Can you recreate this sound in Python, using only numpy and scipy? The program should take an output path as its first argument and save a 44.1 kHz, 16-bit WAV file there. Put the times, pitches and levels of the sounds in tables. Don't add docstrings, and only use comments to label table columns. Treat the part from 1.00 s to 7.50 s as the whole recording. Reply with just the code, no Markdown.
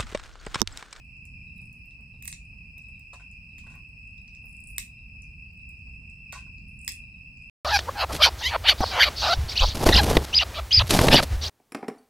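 import sys
import numpy as np
from scipy import signal
from scipy.fft import rfft, irfft
from scipy.io import wavfile
from scipy.ndimage import uniform_filter1d

SR = 44100
rng = np.random.default_rng(int(sys.argv[2]) if len(sys.argv) > 2 else 0)


def inscribe(sig):
    pcm = np.round(np.clip(np.atleast_2d(sig).T, -1, 1) * 32767)
    wavfile.write(sys.argv[1], SR, pcm.astype(np.int16))


N = 286559
T = np.arange(N) / SR


def undb(db):
    return 10 ** (np.asarray(db) / 20)


def unit_rms(x):
    return x / np.sqrt(np.mean(x ** 2))


def unit_peak(x):
    return x / np.max(np.abs(x))


def gain_curve(rows):
    times, db = np.transpose(rows)
    return undb(np.interp(T, times, db, left=-150, right=-150))


def band(x, lo_hz, hi_hz):
    return signal.sosfilt(signal.butter(2, [lo_hz, hi_hz], "bandpass", fs=SR, output="sos"), x)


def coloured_noise(spectrum, side_db):
    hz, db = np.transpose(spectrum)
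    log_hz = np.log(np.fft.rfftfreq(N, 1 / SR) + 1)
    gain = undb(np.interp(log_hz, np.log(hz), db, left=-99, right=-99))
    mid, side = irfft(rfft(rng.standard_normal((2, N))) * gain, N)
    return unit_rms(np.array([mid + undb(side_db) * side, mid - undb(side_db) * side]))


def wander(rate_hz):
    hop = 32
    hold = max(int(SR / hop / rate_hz), 1)
    steps = np.repeat(rng.standard_normal(N // hop // hold + 2), hold)
    smooth = uniform_filter1d(uniform_filter1d(steps, hold), hold)
    return np.interp(np.arange(N) / hop, np.arange(len(smooth)), unit_rms(smooth))


def add(out, at_s, sound, pan_db):
    start = int(at_s * SR)
    n = min(len(sound), N - start)
    out[:, start:start + n] += sound[:n] * undb([[pan_db / 2], [-pan_db / 2]])


def tree_crickets(count=20):
    # (time [s], level [dB])
    swell = [(0, -48.5), (3, -48.5), (6.5, -47.5)]
    out = np.zeros((2, N))
    ranks = np.linspace(-1, 1, count)
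    for rank, (pace, distance, side, start, late) in zip(ranks, rng.random((count, 5))):
        strokes_per_s = (45.5 + 2.5 * (pace - .5)) * (1 + .04 * wander(9))
        strokes = start + np.cumsum(strokes_per_s) / SR
        progress = strokes % 1
        centre_hz = 2575 + 29 * rank + 110 * rank ** 3
        hz = centre_hz * (1 + .039 * (.5 - progress) + .002 * wander(2))
        stroke_phase = rng.random(N // 200)[strokes.astype(int)]
        phase = 2 * np.pi * (np.cumsum(hz) / SR + stroke_phase)
        envelope = np.sin(np.pi * np.clip(progress / .97, 0, 1)) * undb(2.26 * wander(18) - .97 * distance)
        song = envelope * (np.sin(phase) + undb(-23) * np.sin(2 * phase) + undb(-36.5) * np.sin(3 * phase))
        left_db = 4 * (side - .5)
        port_lag = int(11 * (late - .5))
        out += np.array([song * undb(left_db), np.roll(song, port_lag) * undb(-left_db)])
    direct = unit_rms(out)
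    chorus = unit_rms(direct + undb(-4) * scatter(direct))
    return chorus * gain_curve(swell) * undb(1.13 * wander(13))


def flame_roar(level_db=-48, swell_db=1.3):
    # (frequency [Hz], relative density [dB])
    spectrum = [(12, -46), (20, -11), (32, -4), (48, 2), (108, -5), (157, -8.5), (217, -12.5), (387, -36.5),
                (414, -35.5), (500, -41), (650, -77.5), (1100, -120)]
    roar = coloured_noise(spectrum, side_db=-21) * undb(level_db + swell_db * wander(7.6))
    return roar * undb([[-.7], [.7]])


def night_air(level_db=-71.5):
    # (frequency [Hz], relative density [dB])
    spectrum = [(300, -18), (450, -3), (700, 0.5), (1100, -4), (1600, -12), (2100, 0), (3000, 5),
                (3500, -44), (4000, -10.5), (4500, -2.5), (5900, -13), (7000, -20.5), (10000, -12),
                (13500, -17.5), (15500, -25)]
    return coloured_noise(spectrum, side_db=-5.5) * undb(level_db + .21 * wander(2.3))


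def sap_pops(ring_db=-7.5, thud_db=-21.5, fizz_db=8.4):
    # (time [s], level [dB], crack pitch [Hz], relative ring of the wood [dB])
    bursts = [(0.2532, -48.5, 8300, -7), (0.5796, -55, 10600, -20), (0.617, -51, 9500, -23),
              (0.657, -56, 8550, -26), (0.7286, -54, 9600, -8), (0.8582, -56, 11800, -13),
              (0.909, -56.5, 4160, -2.5), (1.0095, -60, 10300, -13), (1.2246, -41, 11800, -1.5),
              (1.2484, -39.5, 14000, -21), (1.2548, -37, 9800, -2), (1.2765, -26, 9900, -19),
              (1.2789, -31.5, 9500, -0.5), (1.2826, -48, 8500, 2), (1.3168, -38, 9100, -19),
              (1.3271, -29, 5330, -4.5), (1.452, -60, 9300, -13), (1.781, -54, 11800, 0),
              (1.8228, -52.5, 8060, -25), (1.8854, -56, 9700, -14), (1.995, -58.5, 13500, -1),
              (2.5823, -54.5, 6400, 10), (2.7549, -56, 13500, -3), (3.1803, -51, 4900, -18),
              (3.2785, -52, 4700, -5), (3.35, -51.5, 4800, -3), (3.4556, -52, 13300, -18),
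              (3.4937, -50.5, 9500, -31), (3.5286, -50, 9500, -20), (3.568, -49.5, 8700, -26),
              (3.6034, -46, 10300, -19), (3.639, -43.5, 9500, -32), (3.6727, -40, 9300, -36),
              (3.764, -44, 8500, -38.5), (3.7819, -24, 8800, 2), (4.221, -41, 7770, -26),
              (4.2407, -62, 6530, -16), (4.533, -62, 12700, -13), (4.691, -45, 10500, -28),
              (4.791, -69, 6560, -2), (5.3242, -39.5, 7750, 5), (5.5824, -53, 4700, -10),
              (5.791, -43.5, 8400, -35), (5.814, -47, 8800, -18), (5.8474, -39.5, 9000, -12),
              (5.8783, -22, 4820, -1), (5.8914, -32.5, 9600, -0.5), (5.9196, -30.5, 10000, -21),
              (6.3735, -60, 6900, -15), (6.4222, -55, 8200, -22)]
    # (low edge [Hz], high edge [Hz])
    bands = [(7600, 11000), (820, 1300), (1750, 2800), (3300, 5600), (11900, 15400), (5600, 7600)]
    pans = [-6.5, 3.5, 1, -0.5, 0, -1.5]
    out, t = np.zeros((2, N)), T[:600]
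    envelope = unit_peak(t * np.exp(-t / .0007))
    blow = np.arange(len(t)) == np.argmax(envelope)
    centres_hz = np.sqrt(np.prod(bands, axis=1))
    for at_s, db, crack_hz, wood_db in bursts:
        start_s = at_s - t[blow][0]
        tear = rng.standard_normal(len(t)) * envelope
        narrowness = max(-1.5 - 3.7 * wood_db, 1)
        bands_db = -narrowness * np.log2(centres_hz / crack_hz) ** 2
        bands_db[1:3] = wood_db + thud_db, wood_db
        bands_db[4] += fizz_db
        ring = unit_peak(band(blow + tear / 2, crack_hz * .93, crack_hz * 1.07))
        add(out, start_s, undb(db + ring_db) * ring, pans[0])
        for (lo, hi), band_db, pan_db in zip(bands, bands_db, pans):
            force = blow + (lo / 7000) ** 2 * tear
            part = unit_peak(band(band(force, lo, hi), lo, hi))
            add(out, start_s, undb(db + band_db) * part, pan_db)
    for when, size, pitch, side in rng.random((70, 4)):
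        tick = band(rng.standard_normal(len(t)) * envelope, 5000 * 1.8 ** pitch, 9000 * 1.6 ** pitch)
        tick_db = -72 - 4.8 * np.log(size)
        add(out, when * T[-1], undb(tick_db) * unit_peak(tick), pan_db=-1 + 4 * (side - .5))
    return out


def wing_stroke(top_hz, drop_hz, seconds, rough_db=3.5):
    progress = np.linspace(0, 1, int(seconds * SR))
    teeth = undb(rough_db * unit_rms(uniform_filter1d(rng.standard_normal(len(progress)), size=70)))
    hz = top_hz - drop_hz * progress ** 1.6
    return np.sin(2 * np.pi * np.cumsum(hz) / SR) * np.sin(np.pi * progress) * teeth / teeth.max()


def field_cricket(gap_s=.102):
    # (time [s], level [dB])
    pairs = [(0.456, -66), (1.122, -67), (1.83, -68), (2.493, -69), (3.177, -69), (3.868, -67), (4.58, -73),
             (5.29, -72), (6.017, -68)]
    out = np.zeros((2, N))
    for start_s, db in pairs:
        for at_s in (start_s, start_s + gap_s):
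            add(out, at_s, undb(db) * wing_stroke(4020, 330, .036), pan_db=4.5)
            add(out, at_s + .048, undb(db - 7) * wing_stroke(3950, 280, .03), pan_db=4.5)
    return out


def steam():
    # (time [s], level [dB])
    jets = [
        [(0.56, -71.5), (0.79, -85), (0.9, -80)],
        [(2.56, -89), (2.664, -77), (2.8, -84)],
        [(3.42, -75), (3.492, -62), (3.632, -77), (3.708, -60.5), (3.77, -71)],
        [(5.68, -74), (5.744, -82), (5.87, -62)],
    ]
    # (frequency [Hz], relative density [dB])
    spectrum = [(5500, -11), (7000, -20), (8200, -6.5), (10000, 7), (13500, -5.5), (15500, -5)]
    hiss = coloured_noise(spectrum, side_db=11.5)
    sputter = undb(2.5 * wander(40) + 3.5 * wander(500))
    return hiss * sum(gain_curve(jet) for jet in jets) * sputter


def flame_flaps(centre_hz=582):
    # (time [s], level [dB])
    flaps = [(0.604, -68), (0.984, -63.5), (1.136, -64), (1.519, -63.5), (1.761, -66), (1.876, -65),
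             (3.433, -59.5), (4.137, -63), (4.864, -66), (5.006, -65), (5.998, -66)]
    out, t = np.zeros((2, N)), T[:4000]
    for at_s, db in flaps:
        noise = band(rng.standard_normal(len(t)), centre_hz * .63, centre_hz * 1.62)
        puff = unit_peak(noise * t * np.exp(-t / .014))
        add(out, at_s, undb(db) * puff, pan_db=1.2)
    return out


def stick_knocks(rattle_t60_s=.11):
    # (time [s], level [dB], relative brightness [dB], favoured frequency [Hz])
    knocks = [(2.13, -42.5, -0.5, 720), (2.196, -47.5, -5.5, 1470), (2.583, -52.5, 6, 1850),
              (2.637, -57, -2, 1090), (2.664, -47.5, -4, 1100), (2.696, -53, -0.5, 1100),
              (2.717, -53, 4, 1100), (2.736, -51, -6, 1100), (2.77, -57, -8, 1100), (5.325, -33, 2, 1240),
              (5.352, -37.5, -1.5, 1030), (5.376, -49, 3, 1390), (5.399, -54, -10, 1200),
              (5.463, -54.5, -10, 1180)]
    # (frequency [Hz], relative level [dB], t60 [s])
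    modes = [(727, -16.5, 0.1), (910, -10, 0.014), (1030, -10.5, 0.11), (1108, -7, 0.035), (1487, 1, 0.021),
             (1850, 0, 0.024), (1990, -6, 0.034), (2215, -1, 0.053), (3060, 12, 0.1), (3540, 0, .04)]
    out, t = np.zeros((2, N)), T[:12000]
    hz, mode_db, t60 = np.transpose(modes)[:, :, None]
    for at_s, db, bright_db, spot_hz in knocks:
        rattle = rng.standard_normal(len(t)) ** 3 * 1000 ** (-t / rattle_t60_s) * (1 - np.exp(-t / .0013))
        gains = undb(mode_db + 2.5 * rng.standard_normal(hz.shape) - 22 * np.log2(hz / spot_hz) ** 2)
        ring = np.sum(gains * np.sin(2 * np.pi * hz * t) * 1000 ** (-t / t60), axis=0)
        body = unit_peak(band(signal.fftconvolve(rattle, ring)[:len(t)], 510, 4400))
        edge = undb(bright_db) * unit_peak(band(rattle, 2470, 9400))
        add(out, at_s, undb(db) * (body + edge), pan_db=.3)
    return out


def small_cricket(gap_s=.051):
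    # (time [s], level [dB])
    pairs = [(4.4363, -62), (4.8115, -64), (5.5802, -65), (6.3565, -63)]
    out = np.zeros((2, N))
    for start_s, db in pairs:
        for at_s in (start_s, start_s + gap_s):
            add(out, at_s, undb(db) * wing_stroke(4870, 330, .024), pan_db=6)
    return out


def scatter(direct, low_t60_s=.19, high_t60_s=.21, rise_s=.005):
    t = T[:16000]
    (mid, side), wide = rng.standard_normal((2, 2, len(t)))
    low = band(mid + .057 * side * np.array([[1], [-1]]), 390, 2500)
    high = band(band(wide, 1680, 10000), 1790, 19000)
    tail = .31 * low * 1000 ** (-t / low_t60_s) + high * 1000 ** (-t / high_t60_s)
    tail *= 1 - np.exp(-(t / rise_s) ** 2)
    tail /= np.sqrt(np.sum(tail ** 2) / 2)
    return signal.fftconvolve(direct.mean(axis=0)[None], tail, axes=1)[:, :N]


def port_delay(fire, split_hz=3000, lag_samples=11):
    low = signal.sosfiltfilt(signal.butter(2, split_hz, fs=SR, output="sos"), fire)
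    high = fire - low
    return low + np.array([np.roll(high[0], lag_samples), high[1]])


def scene():
    pops, knocks = sap_pops(), stick_knocks()
    lone_crickets = field_cricket() + small_cricket()
    air = night_air()
    crackle = port_delay(pops + knocks + steam())
    echoes = scatter(undb(-6.5) * pops + undb(-5) * knocks + undb(-4) * lone_crickets)
    return crackle + echoes + flame_roar() + flame_flaps() + tree_crickets() + lone_crickets + air


def record(dry):
    ringing = dry + .5 * signal.lfilter(*signal.iirpeak(8250, 9.5, fs=SR), dry)
    notched = signal.lfilter(*signal.iirnotch(11450, 7.5, fs=SR), ringing)
    return signal.sosfilt(signal.ellip(8, .2, 70, 15600, fs=SR, output="sos"), notched)


dry = scene()
out = record(dry)
inscribe(out)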